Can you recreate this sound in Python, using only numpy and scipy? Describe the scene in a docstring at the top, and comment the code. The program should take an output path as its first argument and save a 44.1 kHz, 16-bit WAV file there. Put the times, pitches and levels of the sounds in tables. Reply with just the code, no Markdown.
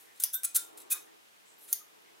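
"""Scissors worked in the air

Steel scissors over a workbench in a quiet room: three quick cycles, the last closed slowly.
The edges grate over each other and ring the blades, at pitches set by how far they stand open;
twice the shanks clack shut. Edges, pivot and grip squeak faintly. The bench throws back an early
echo and the room adds a short tail, over a steady hiss and a faint low drone."""
import sys
import numpy as np
from scipy import signal
from scipy.fft import rfft, irfft, next_fast_len
from scipy.io import wavfile
from scipy.ndimage import map_coordinates

SR = 44100
rng = np.random.default_rng(int(sys.argv[2]) if len(sys.argv) > 2 else 0)


def unload_audio(sound):
    """Save the sound as a 16-bit wav file, at the path given as the first command line argument."""
    columns = np.transpose(np.atleast_2d(sound))
    # keep every value between -1 and 1, then stretch to whole-number steps
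    steps = np.round(np.clip(columns, -1, 1) * 32767)
    wavfile.write(sys.argv[1], SR, steps.astype(np.int16))


N = 97020
T = np.arange(N) / SR
EVENT_T = np.arange(16384) / SR - .02   # time around one contact [s]
BIN_HZ = np.fft.rfftfreq(N, 1 / SR)
SIDE = np.array([[1], [-1]])   # opposite signs left and right
LN_1000 = np.log(1000)   # 60 dB of decay


def from_db(db):
    """Decibels to gain."""
    return 10 ** (np.asarray(db) / 20)


def rms(x):
    """Root mean square."""
    return np.sqrt(np.mean(x ** 2) + 1e-24)


def colour(x, spectrum, tilt_db_per_oct=0):
    """Minimum-phase filter, tilted above 1024 Hz; white noise keeps its power."""
    size = next_fast_len(x.shape[-1] + 8192, True) // 2 * 2
    octave = np.log2(np.maximum(np.arange(size // 2 + 1) * SR / size, 1))
    hz, db = np.transpose(spectrum)
    gain = from_db(np.interp(octave, np.log2(hz), db) + tilt_db_per_oct * np.maximum(octave, 10))
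    cepstrum = irfft(np.log(gain / rms(gain)))
    cepstrum[1:size // 2] *= 2
    cepstrum[size // 2 + 1:] = 0
    return irfft(rfft(x, size) * np.exp(rfft(cepstrum)))[..., :x.shape[-1]]


def ring(x, hz, t60_s):
    """One decaying resonance."""
    r, w = np.exp(-LN_1000 / (t60_s * SR)), 2 * np.pi * hz / SR
    denormal_guard = 1e-15 * np.sin(np.arange(x.shape[-1]))
    return signal.lfilter([1, 0, -1], [1, -2 * r * np.cos(w), r * r], x + denormal_guard)


def stereo_noise(correlation):
    """Two partly correlated white noises."""
    mid, side = rng.standard_normal((2, N))
    return np.sqrt((1 + correlation) / 2) * mid + np.sqrt((1 - correlation) / 2) * side * SIDE


def place(x, start_s):
    """Set one contact's sound at its moment."""
    first = round((start_s + EVENT_T[0]) * SR) + N
    return np.pad(x, (first, 2 * N))[N:2 * N]


def hiss(level_db=-60):
    """Steady hiss, wider in the bass."""
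    # hiss spectrum: (frequency [Hz], relative density [dB])
    spectrum = [(25, -24.5), (100, -15), (160, -5.5), (300, -6), (700, -3), (1500, -3.5), (3000, -5),
                (4700, -11), (14000, -14), (16000, -19)]
    # stereo width: (frequency [Hz], side re mid [dB])
    side_db = [(25, -3), (130, 10), (300, 6), (600, 6.5), (1500, 5), (5000, -1.5), (16000, 2)]
    mid, side = colour(rng.standard_normal((2, N)), spectrum)
    width = from_db(np.interp(BIN_HZ, *np.transpose(side_db)))
    stereo_bins = (rfft(mid) + width * rfft(side) * SIDE) / np.sqrt(1 + width ** 2)
    return from_db(level_db) * irfft(stereo_bins, N)


def drone():
    """A faint low drone in the room comes and goes."""
    # drone envelope: (time [s], level [dB])
    levels = [(0, -63.5), (.3, -77), (.48, -70.5), (.6, -58), (.78, -56), (1.0, -60), (1.17, -63.5),
              (1.27, -81.5), (1.62, -63.5), (1.85, -67.5), (2.0, -64), (2.2, -65)]
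    # drone spectrum: (frequency [Hz], relative density [dB])
    spectrum = [(150, -30), (260, -13.5), (325, 0.5), (375, -4.5), (435, 1.5), (520, -10), (780, -6.5),
                (1100, -7.5), (2500, -35.5)]
    envelope = from_db(np.interp(T, *np.transpose(levels)))
    return envelope * colour(stereo_noise(correlation=-0.65), spectrum)


def room(x):
    """Direct sound and bench echo arrive from slightly left; scatter and a diffuse tail follow."""
    # left channel's lead: (frequency [Hz], phase [rad])
    left_lead = [(1000, 0.032), (4000, 0.068), (7000, .35), (10000, 0.88), (13000, 0.89), (16000, .9)]
    # spectrum of scatter and tail: (frequency [Hz], relative gain [dB])
    spectrum = [(500, 5), (3000, 3.5), (6000, 2), (10000, -7), (16000, -9)]
    bench_delay_s, bench_db, pan_db = .0039, -7, .6
    tail_db, tail_t60_s, tail_delay_s, build_s = -8, 0.26, 0.0017, 0.008
    scatter_db, scatter_t60_s = -16.5, 0.025   # off things on the bench
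    housing_db, housing_t60_s = -19, .003   # the microphone housing colours each side differently
    near = x + from_db(bench_db) * np.interp(T - bench_delay_s, T, x, left=0)
    lead_rad = np.interp(BIN_HZ, *np.transpose(left_lead))
    left = irfft(rfft(near) * np.exp(1j * lead_rad), N)
    t = np.maximum(T - tail_delay_s, 0)
    tail = stereo_noise(correlation=0.37) * (1 - np.exp(-t / build_s)) * np.exp(-LN_1000 * t / tail_t60_s)
    scatter = stereo_noise(correlation=0) * np.exp(-LN_1000 * T / scatter_t60_s)
    housing = np.diff(rng.standard_normal(N + 1)) * np.exp(-LN_1000 * T / housing_t60_s) * SIDE
    diffuse = from_db(tail_db) * tail / rms(tail) + from_db(scatter_db) * scatter / rms(scatter)
    response = colour(diffuse, spectrum) + from_db(housing_db) * housing / rms(housing)
    wet = signal.fftconvolve(response / np.sqrt(N), x[None], axes=1)[:, :N]
    return np.array([left * from_db(pan_db), near * from_db(-pan_db)]) + wet


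def squeaks():
    """Friction at edges, pivot and grip: soft narrow bands that swell and fade."""
    # squeaks: (start [s], length [s], centre [Hz], bandwidth [Hz], top level [dB])
    rubs = [(0.042, 0.098, 1920, 270, -66.5), (0.236, 0.029, 1020, 55, -66), (0.346, 0.025, 1520, 24, -53),
            (0.345, 0.038, 3638, 12, -48.5), (0.911, 0.015, 2498, 12, -42.5),
            (0.926, 0.057, 1210, 120, -56.5), (1.064, 0.041, 1830, 39, -68.5),
            (1.446, 0.11, 7860, 670, -66), (1.576, 0.026, 12050, 280, -62.5),
            (1.605, 0.065, 11300, 1200, -56.5), (1.65, .05, 9900, 410, -60), (1.726, 0.01, 9420, 100, -52),
            (1.782, 0.058, 1230, 22, -67), (2.035, 0.1, 2170, 120, -68)]
    out, t = np.zeros(N), EVENT_T
    for start_s, length_s, hz, width_hz, db in rubs:
        swell = np.sin(np.pi * np.clip(t / length_s, 0, 1))
        band = swell * ring(rng.standard_normal(len(t)), hz, LN_1000 / (np.pi * width_hz))
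        out += place(from_db(db) * rms(swell) * band / rms(band), start_s)
    return out


def blades(force, stance):
    """Blade modes take their shares of a contact's energy; changing edge pressure bends their pitch."""
    # blade modes per stance (how far open): (frequency [Hz], energy re force [dB], t60 [s])
    modes = { "ajar": [(1426, -33, 0.35), (1553, -21.5, 0.36), (3600, -14, 0.044), (6020, -12.5, 0.043),
             (7434, -17, 0.2), (8400, -10, .12), (10390, -9, 0.081), (12400, -2, .1), (12970, -12, 0.084),
             (13600, -1, 0.1), (15670, -13, 0.12)], "closing": [(1415, -27.5, 0.064), (2475, -20.5, 0.26),
             (4060, -27, 0.14), (5560, -31, 0.13), (8000, -7, 0.11), (8870, -5.5, 0.13), (10060, -9, 0.13),
             (10770, -11, 0.13), (11050, -8, 0.062), (11717, -29, .08), (13800, -20, .06)],
             "half": [(1395, -21.5, 0.31), (1512, -27.5, 0.11), (3640, -24.5, 0.41), (7580, -22.5, 0.13),
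             (7657, -12.5, 0.084), (8950, -20, .1), (9580, -22.5, 0.098), (9240, -15, .1), (9940, -11, .15),
             (10231, -14, 0.13), (11270, -21, .08), (13000, -15.5, 0.1), (11900, -9, 0.092),
             (14140, -15, .1)], "wide": [(1420, -26.5, 0.27), (1585, -25, 0.055), (2504, -25, 0.062),
             (3805, -19.5, 0.11), (6250, -19, 0.21), (7330, -14.5, 0.03), (9000, -14.5, .1),
             (10025, -14.5, 0.1), (10500, -8, 0.1), (12988, -7.5, .12), (14400, -12, 0.14),
             (14200, -23, .09)], "shut": [(5830, -27, 0.11), (6220, -18, 0.05), (9664, -10, 0.11),
             (9600, -26.5, 0.085), (11940, -7, 0.15), (12500, -25, 0.054), (12100, -19, 0.061),
             (13820, -9, 0.088)]}
    wobble_share, wobble_band_hz = .004, [30, 120]
    rings = [(ring(force, hz, t60_s), db) for hz, db, t60_s in modes[stance]]
    ringing = rms(force) * sum(from_db(db) * x / rms(x) for x, db in rings)
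    wobble_filter = signal.butter(1, wobble_band_hz, "band", fs=SR, output="sos")
    bend = signal.sosfilt(wobble_filter, rng.standard_normal(len(force)))
    position = np.arange(len(force)) + np.cumsum(wobble_share * bend / rms(bend))
    return map_coordinates(ringing, [position], order=5)


def clacks():
    """Steel strikes steel: a hard crack and a brief buzz ring the blades."""
    # impacts: (time [s], level [dB], tilt [dB/octave], stance)
    impacts = [(0.2, -29, 13, "half"), (0.2366, -17, -0.5, "shut"), (0.3422, -28.5, 5, "ajar"),
               (0.4336, -32.5, -3.5, "closing"), (0.4491, -23.5, 1.5, "closing"), (0.7747, -45, 10, "half"),
               (0.807, -54, 5, "closing"), (0.9045, -34.5, 6, "wide"), (1.7281, -19, -1, "shut")]
    # clack spectrum: (frequency [Hz], relative density [dB])
    spectrum = [(100, -37), (900, -34), (1400, -29.5), (2000, -11.5), (2550, -18), (3000, -10),
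                (3600, -6.5), (4600, -13.5), (5400, -5.5), (6300, 0.5), (8500, -10), (9800, 13),
                (11200, 0.5), (12300, 7.5), (15500, 1)]
    hold_s, crack_t60_s, buzz_t60_s = 0.00074, 0.0077, 0.057
    buzz_db, ring_db = -8.5, -5
    out, t = np.zeros(N), EVENT_T
    decay = LN_1000 * np.maximum(t - hold_s, 0)
    envelope = (t >= 0) * (np.exp(-decay / crack_t60_s) + from_db(buzz_db) * np.exp(-decay / buzz_t60_s))
    for start_s, db, tilt_db_per_oct, stance in impacts:
        force = from_db(db) * envelope * rng.choice([-1, 1], len(t))
        ringing = from_db(ring_db) * blades(force, stance)
        out += place(colour(force, spectrum, tilt_db_per_oct) + ringing, start_s)
    return out


def grating_edges():
    """Tiny slips swell as the edges speed up, then die away; the ring is damped when the blades stop."""
    # edge strokes: (start [s], rise [s], hold [s], start level [dB], top level [dB], release [dB/s],
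    # tilt [dB/octave], slip rate [1/s], ring gain [dB], ring damped after [s], stance)
    strokes = [ (0.000, 0.015, 0.012, -60.5, -61.5, 132, -1.5, 1900, -9, 0.31, "shut"),
               (0.097, 0.078, 0.0096, -85, -63.5, 307, -6, 1300, -2, 0.073, "wide"),
               (0.1988, 0.0014, 0.0013, -48, -35, 605, -0.5, 2150, -6, .04, "half"),
               (0.222, 0.0012, 0.0021, -39, -38.5, 1196, 0.5, 4000, 4, 0.017, "shut"),
               (0.331, 0.014, 0.0017, -37, -34.5, 1134, 6.5, 4300, -2, 0.14, "ajar"),
               (0.431, 0.015, 0.0014, -54, -24, 3000, 6.5, 4740, 1.5, 0.016, "closing"),
               (0.548, .015, 0.0019, -29, -18.5, 1600, 2.5, 10500, -5, 0.16, "half"),
               (0.774, 0.0017, 0.001, -54, -50, 514, -3.5, 2700, 3, 0.043, "half"),
               (0.802, 0.016, 0.0033, -53, -56.5, 704.5, -3.5, 1040, -8, 0.044, "closing"),
               (0.902, 0.0023, 0.0027, -46.5, -43, 1502, -4, 4600, -9, .03, "wide"),
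               (0.9083, 0.013, 0.0073, -31.5, -24.5, 1514, 2, 9000, -4, 0.056, "wide"),
               (1.593, 0.047, .008, -64.5, -61.5, 245, -2.5, 1000, -1, .08, "shut"),
               (1.679, .004, .018, -59, -54, 296, -4, 1540, 4.5, 0.06, "half"),
               (1.696, 0.02, .005, -59, -47.5, 700, 4, 1600, -1, 0.041, "shut")]
    # grating spectrum: (frequency [Hz], relative density [dB])
    spectrum = [(100, -43.5), (600, -33.5), (1200, -40.5), (1800, -10.5), (2900, -14), (3900, -3),
                (4700, -10), (6200, -5.5), (7800, 0.5), (10000, 4.5), (12500, 3), (15500, -1)]
    bite_db_per_s, damping_db_per_s, slip_spread_db = 5000, 804, 4.5
    out, t = np.zeros(N), EVENT_T
    for (start_s, rise_s, hold_s, start_db, top_db, release_db_per_s,
         tilt_db_per_oct, slips_per_s, ring_db, ring_s, stance) in strokes:
        level_db = np.interp(t, [0, rise_s], [start_db, top_db])
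        level_db += bite_db_per_s * np.minimum(t, 0)   # the edges take hold
        level_db -= release_db_per_s * np.maximum(t - rise_s - hold_s, 0)
        slips = (rng.random(len(t)) < slips_per_s / SR) * rng.choice([-1, 1], len(t))
        slips = slips * from_db(slip_spread_db * (2 * rng.random(len(t)) - 1))
        force = slips / rms(slips) * from_db(np.maximum(level_db, -200))
        ringing = blades(force, stance) * from_db(ring_db - damping_db_per_s * np.maximum(t - ring_s, 0))
        out += place(colour(force, spectrum, tilt_db_per_oct) + ringing, start_s)
    return out


def scene():
    """The scissors in the room, over hiss and drone."""
    return room(grating_edges() + clacks() + squeaks()) + hiss() + drone()


def record(dry):
    """Steep low-pass on the top treble."""
    cutoff_hz = 15800
    return signal.sosfilt(signal.ellip(12, .2, 70, cutoff_hz, fs=SR, output="sos"), dry)


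dry = scene()
out = record(dry)
unload_audio(out)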